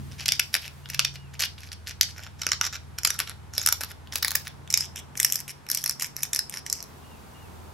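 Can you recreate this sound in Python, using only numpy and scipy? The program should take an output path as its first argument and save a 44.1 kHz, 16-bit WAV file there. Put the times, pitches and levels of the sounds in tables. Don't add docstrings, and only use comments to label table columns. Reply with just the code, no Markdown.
import sys
import numpy as np
from scipy import signal
from scipy.fft import rfft, irfft
from scipy.io import wavfile
from scipy.ndimage import map_coordinates

SR = 44100
rng = np.random.default_rng(int(sys.argv[2]) if len(sys.argv) > 2 else 0)


def dump_mix(stems):
    frames = np.atleast_2d(stems).T
    limited = np.clip(frames, -1, 1)
    pcm = np.round(limited * 32767).astype(np.int16)
    wavfile.write(sys.argv[1], SR, pcm)


N = 340893
TIME = np.arange(N) / SR


def from_db(db):
    return 10 ** (np.asarray(db) / 20)


def rms_one(x):
    return x / np.sqrt(np.mean(x ** 2) + 1e-20)


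def in_time(rows):
    return np.interp(TIME, *np.transpose(rows))


def at_hz(points, hz):
    points = np.array(points)
    return np.interp(np.log(np.maximum(hz, 1)), np.log(points[:, 0]), points[:, 1])


def drift(rate_hz, size):
    knots = rng.standard_normal(int(size / SR * rate_hz) + 4)
    return map_coordinates(knots, [1 + np.arange(size) / SR * rate_hz], order=2, mode="nearest")


def add(out, sound, start_s):
    i = max(round(start_s * SR), 0)
    out[i:i + len(sound)] += sound[:len(out) - i]


# pitch_hz, correlation (no unit)
LEFT_RIGHT_LIKENESS = [(60, 0.4), (150, 0.65), (300, 0), (800, 0.07), (4000, 0.26)]


def background(spectrum):
    hz = np.arange(N // 2 + 1) * SR / N
    alike = np.clip(at_hz(LEFT_RIGHT_LIKENESS, hz), -1, 1)
    mid, side = rfft(rng.standard_normal((2, N)))
    pair = np.sqrt(1 + alike) * mid + np.sqrt(1 - alike) * side * [[1], [-1]]
    return rms_one(irfft(pair * from_db(at_hz(spectrum, hz)), N))


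# pitch_hz, level_db (per Hz)
AIR_COLOUR = [(25, -21), (55, 1.5), (100, -1), (180, 0), (300, -12), (600, -18), (1500, -13.5),
              (9000, -29.5), (15000, -29.5)]


def still_air():
    return from_db(-53) * background(AIR_COLOUR)


# time_s, level_db
HISS_LEVEL = [(0, -52), (.8, -55), (1.25, -85), (6.3, -76), (6.9, -53.5), (7.73, -53.5)]
# pitch_hz, level_db (per Hz)
HISS_COLOUR = [(500, 1), (3000, -2), (10500, -8), (15000, 0.5)]


def bright_hiss():
    return from_db(in_time(HISS_LEVEL)) * background(HISS_COLOUR)


# time_s, level_db
TRAFFIC_SWELL = [(0, -57), (2.5, -56.5), (5, -51), (5.7, -54.5), (6.6, -51), (7.7, -48.5)]
# pitch_hz, level_db (per Hz)
TRAFFIC_COLOUR = [(40, -11), (70, -1), (120, -6.5), (225, -0.5), (320, -6), (390, -3), (560, -9), (920, -4),
                  (1500, -14), (3000, -36), (8000, -45.5)]


def traffic():
    return from_db(in_time(TRAFFIC_SWELL)) * background(TRAFFIC_COLOUR)


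# order (multiple of the turning rate), level_db (added to the throb)
FIRING_TONES = [(3, -12), (4, 0.5), (5, -4), (6, -17.5)]
# order (multiple of the turning rate), level_db (added to the drone)
DRONE_TONES = [(6.94, 3), (8.92, -14)]
# time_s, level_db
THROB_LEVEL = [(0, -41.5), (.5, -53.5), (1.7, -47), (2.3, -49), (2.7, -47.5), (3.6, -48.5), (4.2, -50),
               (5.1, -51), (5.5, -66), (7.73, -50.5)]
# time_s, level_db
DRONE_LEVEL = [(0, -47), (.3, -48), (.57, -62.5), (.95, -45.5), (1.3, -49.5), (1.7, -63), (3.1, -54.5),
               (3.8, -64), (4.6, -54), (7.73, -63.5)]
IDLE_HZ = 19.95


def engine(wander=0.0048, waver_db=1.5, ear_phase=0.53):
    turns = np.cumsum(IDLE_HZ * (1 + wander * drift(2.5, N))) / SR
    out = np.zeros((2, N))
    for tones, level_db in [(FIRING_TONES, in_time(THROB_LEVEL)), (DRONE_TONES, in_time(DRONE_LEVEL))]:
        for order, tone_db in tones:
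            phase = 2 * np.pi * (order * turns + rng.random()) + ear_phase * np.array([[1], [-1]])
            loudness = from_db(level_db + tone_db + waver_db * drift(5.8, N))
            out += np.sqrt(2) * loudness * np.sin(phase)
    return out


# start_s, level_db (before the shape of the call and the room)
BIRD_WHISTLES = [(.83, -56), (1.15, -58), (7.03, -57), (7.335, -57)]
# time_s (into the call), pitch_hz (before a small wobble), level_db (added)
WHISTLE_GLIDE = [(0, 2810, -3), (.03, 2860, 1), (.07, 2880, -1), (.105, 2740, -3), (.16, 2380, -4)]


def bird():
    out = np.zeros(N)
    s, hz, db = np.transpose(WHISTLE_GLIDE)
    t = np.arange(int(s[-1] * SR)) / SR
    for start, level_db in BIRD_WHISTLES:
        pitch = np.interp(t, s, hz) * (1 + 0.0041 * drift(56, len(t)))
        loudness = from_db(level_db + np.interp(t, s, db)) * signal.windows.tukey(len(t), .2)
        add(out, loudness * np.sin(2 * np.pi * np.cumsum(pitch) / SR), start)
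    return out


# delay_ms (before a tiny random shift), level_db
NEARBY_ECHOES = [(3.4, -15), (6.1, -22), (10.1, -18), (19.8, -33.5), (30.8, -28.5)]
# pitch_hz, level_db (before wet_db is added), fade_s (time to fall by 60 dB)
ROOM_TAIL = [(300, -6.5, 0.25), (1700, -16.5, 0.18), (3960, -10.5, 0.22), (7000, -20, 0.32),
             (13900, -24.5, 0.29)]


def workshop(x, wet_db=0.0, scatter_db=-14, scatter_s=0.0014):
    t = np.arange(SR // 2) / SR
    scatter = rms_one(rng.standard_normal((2, len(t))) * np.exp(-t / scatter_s))
    response = from_db(scatter_db) * scatter / np.sqrt(len(t))
    edges = np.geomspace(200, 18000, 9)
    room = np.array(ROOM_TAIL)
    for low, high in zip(edges, edges[1:]):
        hz = np.sqrt(low * high)
        decay = from_db(-60 * t / at_hz(room[:, [0, 2]], hz)) * (1 - np.exp(-t / 0.0018))
        tail = rms_one(rng.standard_normal((2, len(t))) * decay) / np.sqrt(len(t))
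        band = signal.butter(2, [low, high], "band", fs=SR, output="sos")
        response += from_db(wet_db + at_hz(room, hz)) * signal.sosfilt(band, tail)
    for ms, db in NEARBY_ECHOES:
        arrival = ((ms + rng.uniform(-.06, .06, 2)) * SR / 1000).astype(int)
        response[[0, 1], arrival] += from_db(db)
    response[:, 0] += 1
    return signal.fftconvolve(x[None], response, axes=1)[:, :N]


def microphone_case(pair, ripple=0.12):
    lag = 11
    late = np.pad(pair, ((0, 0), (lag, 0)))[:, :N]
    return pair + ripple * np.array([[1], [-1]]) * late


# time_s, level_db
SLEEVE_BRUSH = [(0, -41), (.1, -49), (.5, -69)]
# pitch_hz, level_db (per Hz)
SLEEVE_COLOUR = [(30, -13.5), (90, 0.5), (220, 2.5), (600, -24.5), (3000, -60)]


def sleeve():
    return from_db(in_time(SLEEVE_BRUSH)) * background(SLEEVE_COLOUR)


def stone_response(modes, hz, vary_db=1.75, detune=0.031):
    s, out = 1j * hz, 0
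    for k, (centre, width, db) in enumerate(modes):
        centre = centre * (1 + detune * rng.standard_normal())
        gain = (-1) ** k * from_db(db + vary_db * rng.standard_normal())
        out = out + gain * s * width / (s * s + s * width + centre ** 2)
    return out


BAND_CENTRES = [3240, 6290, 10300]
GRIP_SHIFTS = [2.1, 4.0, 4.6]
# pitch_hz, width_hz, level_db (pitch and level vary a little)
STONE_RINGING = [
    [(770, 190, -6), (1480, 630, 1), (2850, 1150, 0), (4050, 1300, -12.5), (5650, 1480, 17.5),
     (6900, 3300, -17), (11010, 560, 11.5), (13950, 1200, -37)],
    [(780, 230, -24), (1330, 264, -4.5), (2360, 3360, -9.5), (4000, 580, -6.5), (5536, 370, -4.5),
     (7130, 480, -4.5), (11740, 1240, 6), (14860, 1800, -11.5)],
    [(1400, 740, 0), (1830, 790, 3), (3970, 2100, -2.5), (5360, 520, -2.5), (11500, 370, 11),
     (12050, 270, 1), (14900, 1740, 11)],
    [(796, 330, -39.5), (2010, 980, -8), (4030, 240, -7.5), (5520, 564, 15), (7460, 3330, 8.5),
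     (9900, 2350, 6.5), (11940, 1080, 10.5), (15200, 1800, -30)],
]


def contact(force, start_s, level_db, body_db, top_db, length_s, size):
    hz = np.arange(size // 2 + 1) * SR / size
    modes = STONE_RINGING[np.searchsorted(GRIP_SHIFTS, start_s)]
    radiation = 1j * hz / (1j * hz + 140)
    sound = rfft(force, size) * stone_response(modes, hz) * radiation
    band = np.searchsorted([4500, 9000], hz)
    band_db = 10 * np.log10(np.bincount(band, np.abs(sound) ** 2) + 1e-20)
    colour = from_db(at_hz(np.c_[BAND_CENTRES, [body_db, 0, top_db] - band_db], hz))
    sound = irfft(sound * colour, size)
    return from_db(level_db) * rms_one(sound) * np.sqrt(length_s * SR / size)


def grit(per_s, spread_db, size):
    strength = from_db(spread_db * np.minimum(rng.exponential(1, size), 4)) * rng.choice([-1, 1], size)
    return strength * (rng.random(size) < per_s / SR) + 0.062 * rng.standard_normal(size)


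# time_s, body_db, top_db (both relative to the middle band, before shifts)
EDGE_PLACES = [(.3, 0, -5.5), (.55, 6, 5.5), (1, 3.5, -4), (1.42, 2.5, 0), (2, -2, -2.5), (2.5, -7, -15.5),
               (3.05, -10, -7), (3.2, 0.5, 2.5), (3.62, -12, -8), (3.75, 0, 5.5), (4.2, -8, 0.5),
               (4.35, -3.5, 6), (4.75, -8, -6.5), (5.25, -6.5, 5.5), (5.8, -3.5, 3), (6.3, -4, 2),
               (6.75, -8.5, -4)]


def edge_colour(s):
    times, body_db, top_db = np.transpose(EDGE_PLACES)
    return np.array([np.interp(s, times, body_db), np.interp(s, times, top_db)])


COLOUR_SPREAD_DB = 2.78


def fracture(start_s, length_s, level_db, extra_body_db=0):
    swell = np.sin(np.linspace(0, np.pi, int(np.clip(length_s * SR, 22, 1024))))
    force = grit(per_s=16000, spread_db=3.0, size=1024)[:len(swell)] * swell
    body_db, top_db = edge_colour(start_s) + COLOUR_SPREAD_DB * rng.standard_normal(2)
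    return contact(force, start_s, level_db, body_db + extra_body_db, top_db, len(swell) / SR, size=2048)


# start_s, level_db (rms)
STONE_TAPS = [(.857, -37), (4.072, -43.5), (4.675, -42), (5.153, -38), (5.665, -41.5)]
TAP_S, TAP_BODY_DB = 0.0029, 18.5


def touches():
    out = np.zeros(N)
    for s, level_db in STONE_TAPS:
        add(out, fracture(s, TAP_S, level_db, TAP_BODY_DB), s)
    return out


def slips(size, per_s=170, spread_db=7, slip_s=0.0019, slide=0.58):
    starts = (rng.random(size) < per_s / SR) * from_db(spread_db * np.minimum(rng.exponential(1, size), 3))
    surge = np.hanning(int(np.clip(slip_s * SR, 20, 200)))
    return slide + np.convolve(starts, surge, "same")


# (rms, before trim_db)
RUB_STROKES = [(0.109, 0.153, -51), (0.179, 0.243, -39), (0.25, .37, -46), (0.528, 0.572, -34),
               (0.615, 0.684, -40.5), (0.883, 0.97, -45.5), (0.983, 1.08, -56), (1.14, 1.166, -43),
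               (1.33, 1.363, -48), (1.391, 1.463, -26.5), (1.574, 1.694, -48.5), (1.716, 1.738, -38.5),
               (1.861, 1.923, -37.5), (2.076, 2.116, -47), (2.158, 2.279, -45), (2.38, 2.54, -47),
               (2.628, 2.678, -30), (2.724, 2.769, -36), (2.98, 2.99, -34), (3.05, 3.172, -43),
               (3.184, 3.228, -34), (3.267, 3.32, -39), (3.526, 3.71, -39), (3.804, 3.85, -32.5),
               (3.882, 3.923, -43), (4.117, 4.192, -36), (4.214, 4.43, -44.5), (4.447, 4.484, -37),
               (4.702, 4.865, -39.5), (4.954, 5.004, -38.5), (5.159, 5.421, -38), (5.478, 5.519, -37.5),
               (5.681, 5.914, -41), (5.996, 6.071, -34), (6.155, 6.268, -43.5), (6.333, 6.39, -39),
               (6.521, 6.6, -37.5), (6.649, 6.816, -45.5)]
STROKE_FADE = 0.15
SLIDE_BODY_DB, SLIDE_TOP_DB, SKIM_BODY_DB = 2, -2.5, 5


def rubs(trim_db=-1.0, colour_db=4.0):
    out = np.zeros(N)
    size, longest = 16384, 15000
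    for start, end, level_db in RUB_STROKES:
        stroke = signal.windows.tukey(int(np.clip((end - start) * SR, 256, longest)), STROKE_FADE)
        skims = not any(start < s < end for s, _, _ in EDGE_CATCHES)
        slide_db = [SLIDE_BODY_DB + skims * SKIM_BODY_DB, SLIDE_TOP_DB]
        body_db, top_db = edge_colour((start + end) / 2) + slide_db
        for lean_db in (colour_db, -colour_db):
            friction = grit(per_s=16000, spread_db=2.5, size=size) * slips(size)
            force = friction[:len(stroke)] * stroke
            point = contact(force, start, level_db + trim_db, body_db + lean_db, top_db - lean_db,
                            len(stroke) / SR, size)
            add(out, point / np.sqrt(2), start)
    return out


# centre_s, length_ms, level_db (rms)
EDGE_CATCHES = [(0.26, 5.9, -23.5), (0.2826, 2.7, -17.5), (0.2894, 5.5, -17), (0.322, 3.8, -15),
                (0.3973, 6.7, -15.5), (0.5426, 3.26, -14.5), (.552, 2.16, -15.5), (0.9016, 4.8, -29.5),
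                (.947, 5.8, -27.5), (0.9943, 2.46, -11), (1.0501, 7.1, -19.5), (1.3951, 2.5, -36),
                (1.4259, 1.15, -18), (1.435, 5, -29.5), (2.012, 3.1, -9), (2.032, 4.2, -23.5),
                (2.4186, 5.9, -27.5), (2.434, 2.5, -29), (2.4675, 2, -16), (2.4901, 2, -25),
                (2.5187, 5, -17), (2.5324, 4.6, -24), (2.6129, 2.13, -13.5), (2.6665, 1.55, -23),
                (2.986, 2.06, -25.5), (3.0343, 2.1, -25.5), (3.051, 7.3, -15), (3.0742, 7.5, -22),
                (3.1051, 5, -21), (3.1909, 1.9, -19), (3.2019, 3, -19), (3.5808, 3.4, -16.5),
                (3.616, 1.4, -23), (3.6628, 3.7, -12.5), (3.6739, 3.7, -16), (3.6886, 2.44, -14.5),
                (3.726, 4.4, -15), (3.8096, 1.67, -24.5), (4.1577, 3.2, -16.5), (4.2284, 8, -18.5),
                (4.248, 2.3, -14.5), (4.282, 2.4, -18), (4.3074, 1.9, -18), (4.3547, 6.1, -12),
                (4.7042, 5.2, -26.5), (4.7268, .9, -21), (4.7412, 3.6, -11.5), (4.7755, 3.45, -16.5),
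                (4.808, 4, -21.5), (5.1755, 4.6, -28), (5.2012, 4.6, -15.5), (5.2307, 1.9, -16.5),
                (5.249, 5.3, -12.5), (5.324, 2.4, -14.5), (5.3577, 4.3, -19.5), (5.689, 3.8, -32),
                (5.7011, 2.4, -20), (5.7159, 5, -19), (5.7491, 5.3, -20), (5.774, 4.2, -23),
                (5.8406, 3.3, -20.5), (5.8614, 4.2, -20.5), (5.878, 3.9, -28.5), (5.8962, 2, -15.5),
                (5.998, 3, -28), (6.0236, 6.3, -23), (6.166, 1.03, -21.5), (6.2334, 3.6, -17),
                (6.3334, 5.4, -21.5), (6.3482, 2.2, -21), (6.3617, 1.74, -17), (6.392, 2.95, -16.5),
                (6.497, 1.4, -25.5), (6.6648, 3, -29), (6.7, 4, -25.5), (6.728, 3.44, -18),
                (6.8272, 0.71, -26)]
CRUMB_GAP_S, CRUMB_S = .01, 0.0019
CRUMB_DROP_DB, CRUMB_FADE_DB, CRUMB_SPREAD_DB = 21, 5.5, 6


def catches(count=3):
    out = np.zeros(N)
    for s, ms, level_db in EDGE_CATCHES:
        length = ms / 1000
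        start = s - length / 2 - .0002
        add(out, fracture(start, length, level_db), start)
        for k in range(count):
            s += CRUMB_GAP_S * (.5 + rng.random())
            scatter_db = CRUMB_SPREAD_DB * rng.standard_normal()
            crumb_db = level_db - CRUMB_DROP_DB - k * CRUMB_FADE_DB + scatter_db
            add(out, fracture(s, CRUMB_S, crumb_db), s)
    return out


def scene():
    stones = microphone_case(workshop(touches() + catches() + rubs(), wet_db=6.0))
    song = from_db(-1) * workshop(bird(), wet_db=10)
    return stones + sleeve() + bright_hiss() + engine() + traffic() + still_air() + song


PORT_HZ, PORT_Q = 11700, 1.084
NOTCH_HZ, NOTCH_WIDTH_HZ = (13500, 12720), 570
CUTOFF_HZ = 15800


def record(dry):
    w = 2 * np.pi * PORT_HZ / SR
    damping = np.sin(w) / (2 * PORT_Q)
    feed = (1 - np.cos(w)) / 2 * np.array([1, 2, 1])
    ported = signal.lfilter(feed, [1 + damping, -2 * np.cos(w), 1 - damping], dry)
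    notched = [signal.lfilter(*signal.iirnotch(hz, hz / NOTCH_WIDTH_HZ, fs=SR), side)
               for hz, side in zip(NOTCH_HZ, ported)]
    low_pass = signal.ellip(10, .1, 70, CUTOFF_HZ, fs=SR, output="sos")
    return signal.sosfilt(low_pass, np.clip(notched, -1, 1))


dry = scene()
out = record(dry)
dump_mix(out)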